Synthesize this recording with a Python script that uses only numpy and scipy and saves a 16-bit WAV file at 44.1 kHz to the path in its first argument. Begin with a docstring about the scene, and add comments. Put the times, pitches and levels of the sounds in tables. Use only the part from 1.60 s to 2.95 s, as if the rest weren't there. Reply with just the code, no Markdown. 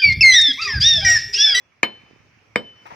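"""A hand-held rusty steel tube is struck twice on a rock lying on concrete, close by.
Each blow sums short knock modes, a noise crack and longer tube modes; decaying noise makes the yard's answer.
The rock settles in damped wavelet thuds, with faint grit ticks; the tube's foot scrapes the floor as dense grains.
A faint high ring (one decaying sine), distant outdoor rush and low rumble (shaped noise) lie under it."""
import sys
import numpy as np
from scipy import signal
from scipy.fft import rfft, irfft, next_fast_len
from scipy.io import wavfile
from scipy.ndimage import uniform_filter1d, minimum_filter1d

SR = 44100
rng = np.random.default_rng(int(sys.argv[2]) if len(sys.argv) > 2 else 0)


def decibels_to_gain(level_db):
    """Convert a level in decibels to a linear amplitude gain (20 dB per decade)."""
    exponent = np.asarray(level_db, float) / 20
    return 10 ** exponent


def dump(signal):
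    """Clip the signal to [-1, 1] and save it as 16-bit WAV at the path in sys.argv[1]."""
    limited = np.clip(np.atleast_2d(signal).T, -1, 1)
    pcm = np.round(limited * 32767).astype(np.int16)
    wavfile.write(sys.argv[1], SR, pcm)


N = 59535

# blows: (time [s], strength [dB], grip damping [factor], left-right [dB], left lead [ms])
BLOWS = [(.2305, -5.5, 1.287, 0.5, 0.086), (.958, -9.5, 0.88, 0, 0.089)]
CONTACT_S = 0.00093  # force build-up
TOUCH_LEAD_S, TOUCH_DB = 0.0015, -32.5  # light touch before the blow
# knock of rock, flange and floor: (frequency [Hz], first spot [dB], second spot [dB], t60 [s])
KNOCK_MODES = [(125, -19, -29, 0.072), (220.8, -11, -2.5, 0.088), (316, -11.5, -16, .05),
               (497, -7, 0.5, 0.069), (725, -9.5, -18.5, 0.044), (975, -5.5, -4.5, 0.042),
               (1234, -5.5, -6.5, 0.043), (1600, -13, -3.5, 0.028), (1758, 4.5, 3.5, 0.028),
               (2176, 3.5, 5, 0.049), (2430, 10.5, 0.5, 0.021), (3692, -13, -12, 0.044),
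               (4976, -18, -17.5, 0.028), (5490, -20.5, -19.5, 0.023), (6630, 1.5, -42, .008),
               (7520, -12.5, -31, 0.017)]
# the knock is loud while steel presses on stone, then drops
PRESS_S, PRESS_CYCLES, AFTER_PRESS_DB = 0.0031, 0.6, -12
SWING_IN_CYCLES = 0.21
# crack spectrum: (frequency [Hz], relative density [dB per Hz])
CRACK_SPECTRUM = [(1500, -17.5), (2500, -10.5), (3600, -7), (5400, -10.5), (7000, -10.5), (9800, -29.5),
                  (12500, -27.5), (16400, -40)]
CRACK_DB, CRACK_T60_S = -13.5, 0.02
# tube modes, close pairs beat: (frequency [Hz])
TUBE_HZ = [3043.5, 3036, 3655, 4174, 4160, 4855, 5227, 5410, 7063, 7800, 9356, 10360, 10900, 11500, 12030,
           12800, 13600, 14900]
# same modes in order: (first spot [dB], second spot [dB], t60 before grip damping [s])
TUBE_MODES = [(-13.5, -18, .33), (-36, -30, 1.1), (-39.5, -28, 0.08), (-22, -38.5, 0.19),
              (-43.5, -56, 0.73), (-44, -29, 0.086), (-44.5, -42, 0.24), (-42, -36, .1),
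              (-47.5, -60, 0.095), (-49.5, -32.5, 0.099), (-47, -63, .15), (-43, -60, 0.11),
              (-61, -60, 0.12), (-40.5, -69, .12), (-53.5, -49.5, .15), (-53.5, -57.5, .08),
              (-46, -55, 0.085), (-48, -49, .08)]
SET_DOWN_S, SET_DOWN_T60_S = 1.226, 0.19  # extra ring damping once the foot touches the floor

# near-wall decay: (frequency [Hz], t60 [s])
YARD_NEAR_T60 = [(100, .25), (400, 0.26), (1200, 0.11), (2500, 0.11), (5000, 0.11), (12000, .06)]
# yard colour: (frequency [Hz], level [dB])
YARD_TONE = [(100, -1.5), (400, -3), (1200, -0.5), (2500, -8.5), (4500, 7.5), (7000, -19), (12000, -16)]
YARD_DB, FAR_DB, FAR_T60_S = -11, -32.5, 1.6
YARD_ALIKE = 0.35  # left-right likeness

# rock settling: (time [s], envelope peak before the ports [dB], frequency [Hz])
THUDS = [(.435, -48.5, 200), (.492, -54, 180), (.510, -44, 374), (.532, -45.5, 220), (.541, -68, 200),
         (.561, -48, 407), (.602, -49, 150), (.638, -58, 150), (.773, -54, 200), (1.218, -51.5, 180),
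         (1.322, -40, 130)]
# grit ticks: (time [s], envelope peak before the ports [dB], frequency [Hz])
TICKS = [(.123, -55.5, 2220), (.403, -58, 2340), (.416, -48.5, 2270), (.466, -59, 1290), (.788, -55, 2670)]
ROCK_LEAD_MS, FOOT_LAG_MS = 0.1, 0.484  # left port against right

# foot on concrete: (start [s], length [s], rms before envelope and ports [dB], tilt [dB per octave])
SCRAPES = [(1.2546, .008, -42, -1.5), (1.262, 0.016, -44.5, 2.8), (1.3038, 0.041, -39.5, -1.5)]
# foot and floor colour: (frequency [Hz], relative density [dB per Hz])
SCRAPE_SPECTRUM = [(250, -19), (500, -5.5), (900, 5.5), (1300, -2), (1500, -10), (1900, -3.5), (2500, -7),
                   (3300, -17), (6000, -26), (8000, -37), (13000, -39), (16000, -52)]
GRIT_PER_S, GRIT_SPREAD_DB = 4000, 2.5  # mean rate; half the range of grain levels
SCRAPE_RISE_S, SCRAPE_FALL_S = 0.001, 0.018

FAINT_RING_HZ, FAINT_RING_DB, FAINT_RING_T60_S = 3400, -70, 0.6

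# rush level: (time [s], rms [dB])
RUSH_LEVEL = [(0, -62.5), (.22, -63.5), (.4, -58), (.7, -59.5), (.95, -59), (1.15, -59), (1.35, -48)]
# rush colour: (frequency [Hz], relative density [dB per Hz])
RUSH_SPECTRUM = [(150, -14.5), (250, -3), (430, -4.5), (900, -7), (1300, -5), (1450, -8), (1700, -7.5),
                 (2400, -2.5), (3100, -11), (3600, -20), (5900, -14), (7300, -32), (11600, -40),
                 (16000, -39)]
# rush coherence: (frequency [Hz], left-right likeness [-1 to 1])
RUSH_ALIKE = [(60, 0.31), (180, 0.98), (550, 0.48), (1650, 0.33), (4970, 0.1), (15000, 0.18)]
# rumble level: (time [s], rms [dB])
RUMBLE_LEVEL = [(0, -67), (.2, -63), (.45, -57), (.6, -57.5), (.9, -60.5), (1.1, -60), (1.35, -56.5)]
# rumble colour: (frequency [Hz], relative density [dB per Hz])
RUMBLE_SPECTRUM = [(20, -26), (40, -9.5), (70, -3.5), (115, 3), (150, -7), (250, -17.5), (400, -31),
                   (800, -84.5)]
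# rumble coherence: (frequency [Hz], left-right likeness [-1 to 1])
RUMBLE_ALIKE = [(40, .4), (120, .9), (300, 0.36)]
# lean of rush and rumble: (frequency [Hz], left-right [dB])
NOISE_LEAN = [(60, -6), (180, 0.5), (550, -0.5), (1650, -4.5), (4970, 0), (15000, -4.5)]

# unequal microphone ports: (frequency [Hz], left-right [dB])
PORT_COLOUR = [(60, 1), (130, 2.5), (300, -4.5), (600, 1.5), (1400, 8), (2300, 4), (3040, 1), (4200, -1),
               (6000, -7.5), (9000, -1.5), (13000, -9.5)]
# port phase: (frequency [Hz], extra left lead [rad])
PORT_TURN = [(40, 0.83), (130, 0.57), (300, 0.054), (700, 0.62), (1400, -0.2), (3200, -0.73), (4000, -0.39),
             (5200, -2.12), (7000, 0.13), (12000, 0.028)]
MIC_LOW_HZ = 68
LIMIT_TOP, LIMIT_S = 1, 0.00032

TIME_S = np.arange(N) / SR


def unit(x):
    """Scale to rms 1."""
    return x / np.sqrt(np.mean(x ** 2) + 1e-20)


def along(points, hz):
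    """Interpolate (Hz, value) points on a log-frequency axis."""
    f, v = np.transpose(points)
    return np.interp(np.log(hz + 1), np.log(f + 1), v)


def filtered(x, response):
    """Multiply the spectrum of x by response(hz)."""
    size = next_fast_len(x.shape[-1] + 8192)
    spectrum = rfft(x, size) * response(np.fft.rfftfreq(size, 1 / SR))
    return irfft(spectrum, size)[..., :x.shape[-1]]


def placed(x, pan_db, lead_ms):
    """Mono to two ports: level lean, port colour, left lead and port phase."""
    side = np.array([[0.5], [-0.5]])

    def ports(hz):
        lean_db = pan_db + along(PORT_COLOUR, hz)
        turn_rad = 2 * np.pi * hz * lead_ms / 1000 + along(PORT_TURN, hz)
        return decibels_to_gain(side * lean_db) * np.exp(1j * side * turn_rad)

    return filtered(x, ports)


def blows():
    """Contact force builds up, exciting knock, crack and ring; the yard answers knock and crack."""
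    out = np.zeros((2, N))
    for spot, (start_s, db, grip, pan_db, lead_ms) in enumerate(BLOWS):
        t = np.maximum(TIME_S - start_s, 0)
        rise = 1 - np.exp(-(t / CONTACT_S) ** 2)
        impact = rise * (knock(t, spot) + crack(t))
        touch = decibels_to_gain(TOUCH_DB) * np.roll(impact, -round(TOUCH_LEAD_S * SR))
        impact = decibels_to_gain(db) * (impact + touch)
        ringing = decibels_to_gain(db) * rise * ring(t, spot, grip)
        out += placed(impact + ringing, pan_db, lead_ms) + yard(impact)
    return out


def knock(t, spot):
    """Damped modes of rock, flange and floor; each swings in, then drops as the press ends."""
    out = np.zeros(N)
    for k, mode in enumerate(KNOCK_MODES):
        hz, t60_s = mode[0], mode[3]
        press_s = PRESS_S + PRESS_CYCLES / hz
        released = 1 - np.exp(-(t / press_s) ** 4)
        swing_in = 1 - np.exp(-t * hz / SWING_IN_CYCLES)
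        level = decibels_to_gain(mode[1 + spot] - 60 * t / t60_s + AFTER_PRESS_DB * released)
        sign = (-1) ** k  # alternate modes start inverted
        out += sign * level * swing_in * np.sin(2 * np.pi * hz * t)
    return out


def crack(t):
    """Broadband noise burst with exponential decay."""
    noise = filtered(rng.standard_normal(N), lambda hz: decibels_to_gain(along(CRACK_SPECTRUM, hz)))
    return unit(noise) * decibels_to_gain(CRACK_DB - 60 * t / CRACK_T60_S)


def ring(t, spot, grip):
    """Tube modes decaying at a rate scaled by the grip, damped further at set-down."""
    out = np.zeros(N)
    for hz, mode in zip(TUBE_HZ, TUBE_MODES):
        out += decibels_to_gain(mode[spot] - 60 * grip * t / mode[2]) * np.sin(2 * np.pi * hz * t)
    return out * decibels_to_gain(-60 * np.maximum(TIME_S - SET_DOWN_S, 0) / SET_DOWN_T60_S)


def yard(x):
    """Near walls answer quickly, each frequency at its own decay; far ones leave a long faint wash."""
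    hz, t, z = signal.stft(rng.standard_normal((3, SR)), SR, nperseg=128)
    near = decibels_to_gain(-60 * t / along(YARD_NEAR_T60, hz)[:, None])
    far = decibels_to_gain(FAR_DB - 60 * t / FAR_T60_S)
    fade = decibels_to_gain(along(YARD_TONE, hz)[:, None]) * (near + far)
    tail = signal.istft(z * fade, SR, nperseg=128)[1]
    pair = np.sqrt(YARD_ALIKE) * tail[0] + np.sqrt(1 - YARD_ALIKE) * tail[1:]
    pair = pair / np.linalg.norm(pair[0])
    return decibels_to_gain(YARD_DB) * signal.fftconvolve(x[None], pair, axes=1)[:, :N]


def wavelets(rows, cycles):
    """Sines under a u*exp(-u) envelope peaking after the given cycles."""
    out = np.zeros(N)
    for start_s, db, hz in rows:
        phase = np.maximum(TIME_S - start_s, 0) * hz
        envelope = phase / cycles * np.exp(1 - phase / cycles)
        out += decibels_to_gain(db) * envelope * np.sin(2 * np.pi * phase)
    return out


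def thuds():
    """Rocking rock: heavily damped low wavelets."""
    return wavelets(THUDS, cycles=0.26)


def ticks():
    """Grit: higher wavelets lasting more cycles."""
    return wavelets(TICKS, cycles=3.4)


def scrapes():
    """Dense uneven grit grains under each stroke, through the colour of foot and floor."""
    out = np.zeros(N)
    for start_s, length_s, db, tilt_db in SCRAPES:
        chance, sign, strength = rng.random((3, N))
        grains = (chance < GRIT_PER_S / SR) * np.sign(sign - 0.5) * decibels_to_gain(2 * GRIT_SPREAD_DB * strength)

        def colour(hz):
            return decibels_to_gain(along(SCRAPE_SPECTRUM, hz) + tilt_db * np.log2((hz + 1) / 1000))

        rise = np.clip((TIME_S - start_s) / SCRAPE_RISE_S, 0, 1)
        fall = np.exp(-np.maximum(TIME_S - start_s - length_s / 2, 0) / SCRAPE_FALL_S)
        out += decibels_to_gain(db) * rise * fall * unit(filtered(grains, colour))
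    return out


def faint_ring():
    """Faint high ring dying away from the start."""
    level = decibels_to_gain(FAINT_RING_DB - 60 * TIME_S / FAINT_RING_T60_S)
    return level * np.sin(2 * np.pi * FAINT_RING_HZ * TIME_S)


def distant_noise(level, spectrum, alike, patchy_db):
    """Patchy shaped noise; the mid/side balance sets the likeness of the ports."""
    z = signal.stft(rng.standard_normal((2, N + 512)), nperseg=512)[2]
    field = uniform_filter1d(rng.standard_normal(z.shape[1:]), size=6, axis=0)
    field = uniform_filter1d(field, size=8, axis=1)
    pair = signal.istft(z * decibels_to_gain(patchy_db * unit(field)), nperseg=512)[1][:, :N]

    def mid_side(hz):
        turn_rad = np.arccos(np.clip(along(alike, hz), -1, 1)) / 2
        return decibels_to_gain(along(spectrum, hz)) * [np.cos(turn_rad), np.sin(turn_rad)]

    mid, side = filtered(pair, mid_side)
    both = np.array([mid + side, mid - side])
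    both = filtered(both, lambda hz: decibels_to_gain(np.outer([0.5, -0.5], along(NOISE_LEAN, hz))))
    return unit(both) * decibels_to_gain(np.interp(TIME_S, *np.transpose(level)))


def rush():
    """Distant outdoor noise, uneven in time and frequency."""
    return distant_noise(RUSH_LEVEL, RUSH_SPECTRUM, RUSH_ALIKE, patchy_db=2.0)


def rumble():
    """Low noise without patches."""
    return distant_noise(RUMBLE_LEVEL, RUMBLE_SPECTRUM, RUMBLE_ALIKE, patchy_db=0)


def scene():
    """All sources at the two ports."""
    small = placed(thuds() + ticks() + faint_ring(), pan_db=-15, lead_ms=ROCK_LEAD_MS)
    foot = placed(scrapes(), pan_db=2.0, lead_ms=-FOOT_LAG_MS)
    return blows() + small + foot + rush() + rumble()


def low_pass(x):
    """Removes everything above the highest recorded frequency."""
    return signal.sosfilt(signal.butter(12, 16530, fs=SR, output="sos"), x)


def record(dry):
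    """The microphone drops the deep bass; a fast limiter holds the loudest peaks."""
    mic = filtered(dry, lambda hz: (1j * hz / (MIC_LOW_HZ + 1j * hz)) ** 2)
    span = round(LIMIT_S * SR)
    needed = LIMIT_TOP / np.maximum(np.abs(mic), LIMIT_TOP)
    held = minimum_filter1d(needed, 2 * span + 1, axis=1)
    gain = uniform_filter1d(uniform_filter1d(held, span, axis=1), span, axis=1)
    return low_pass(mic * gain)


dry = scene()
out = record(dry)
dump(out)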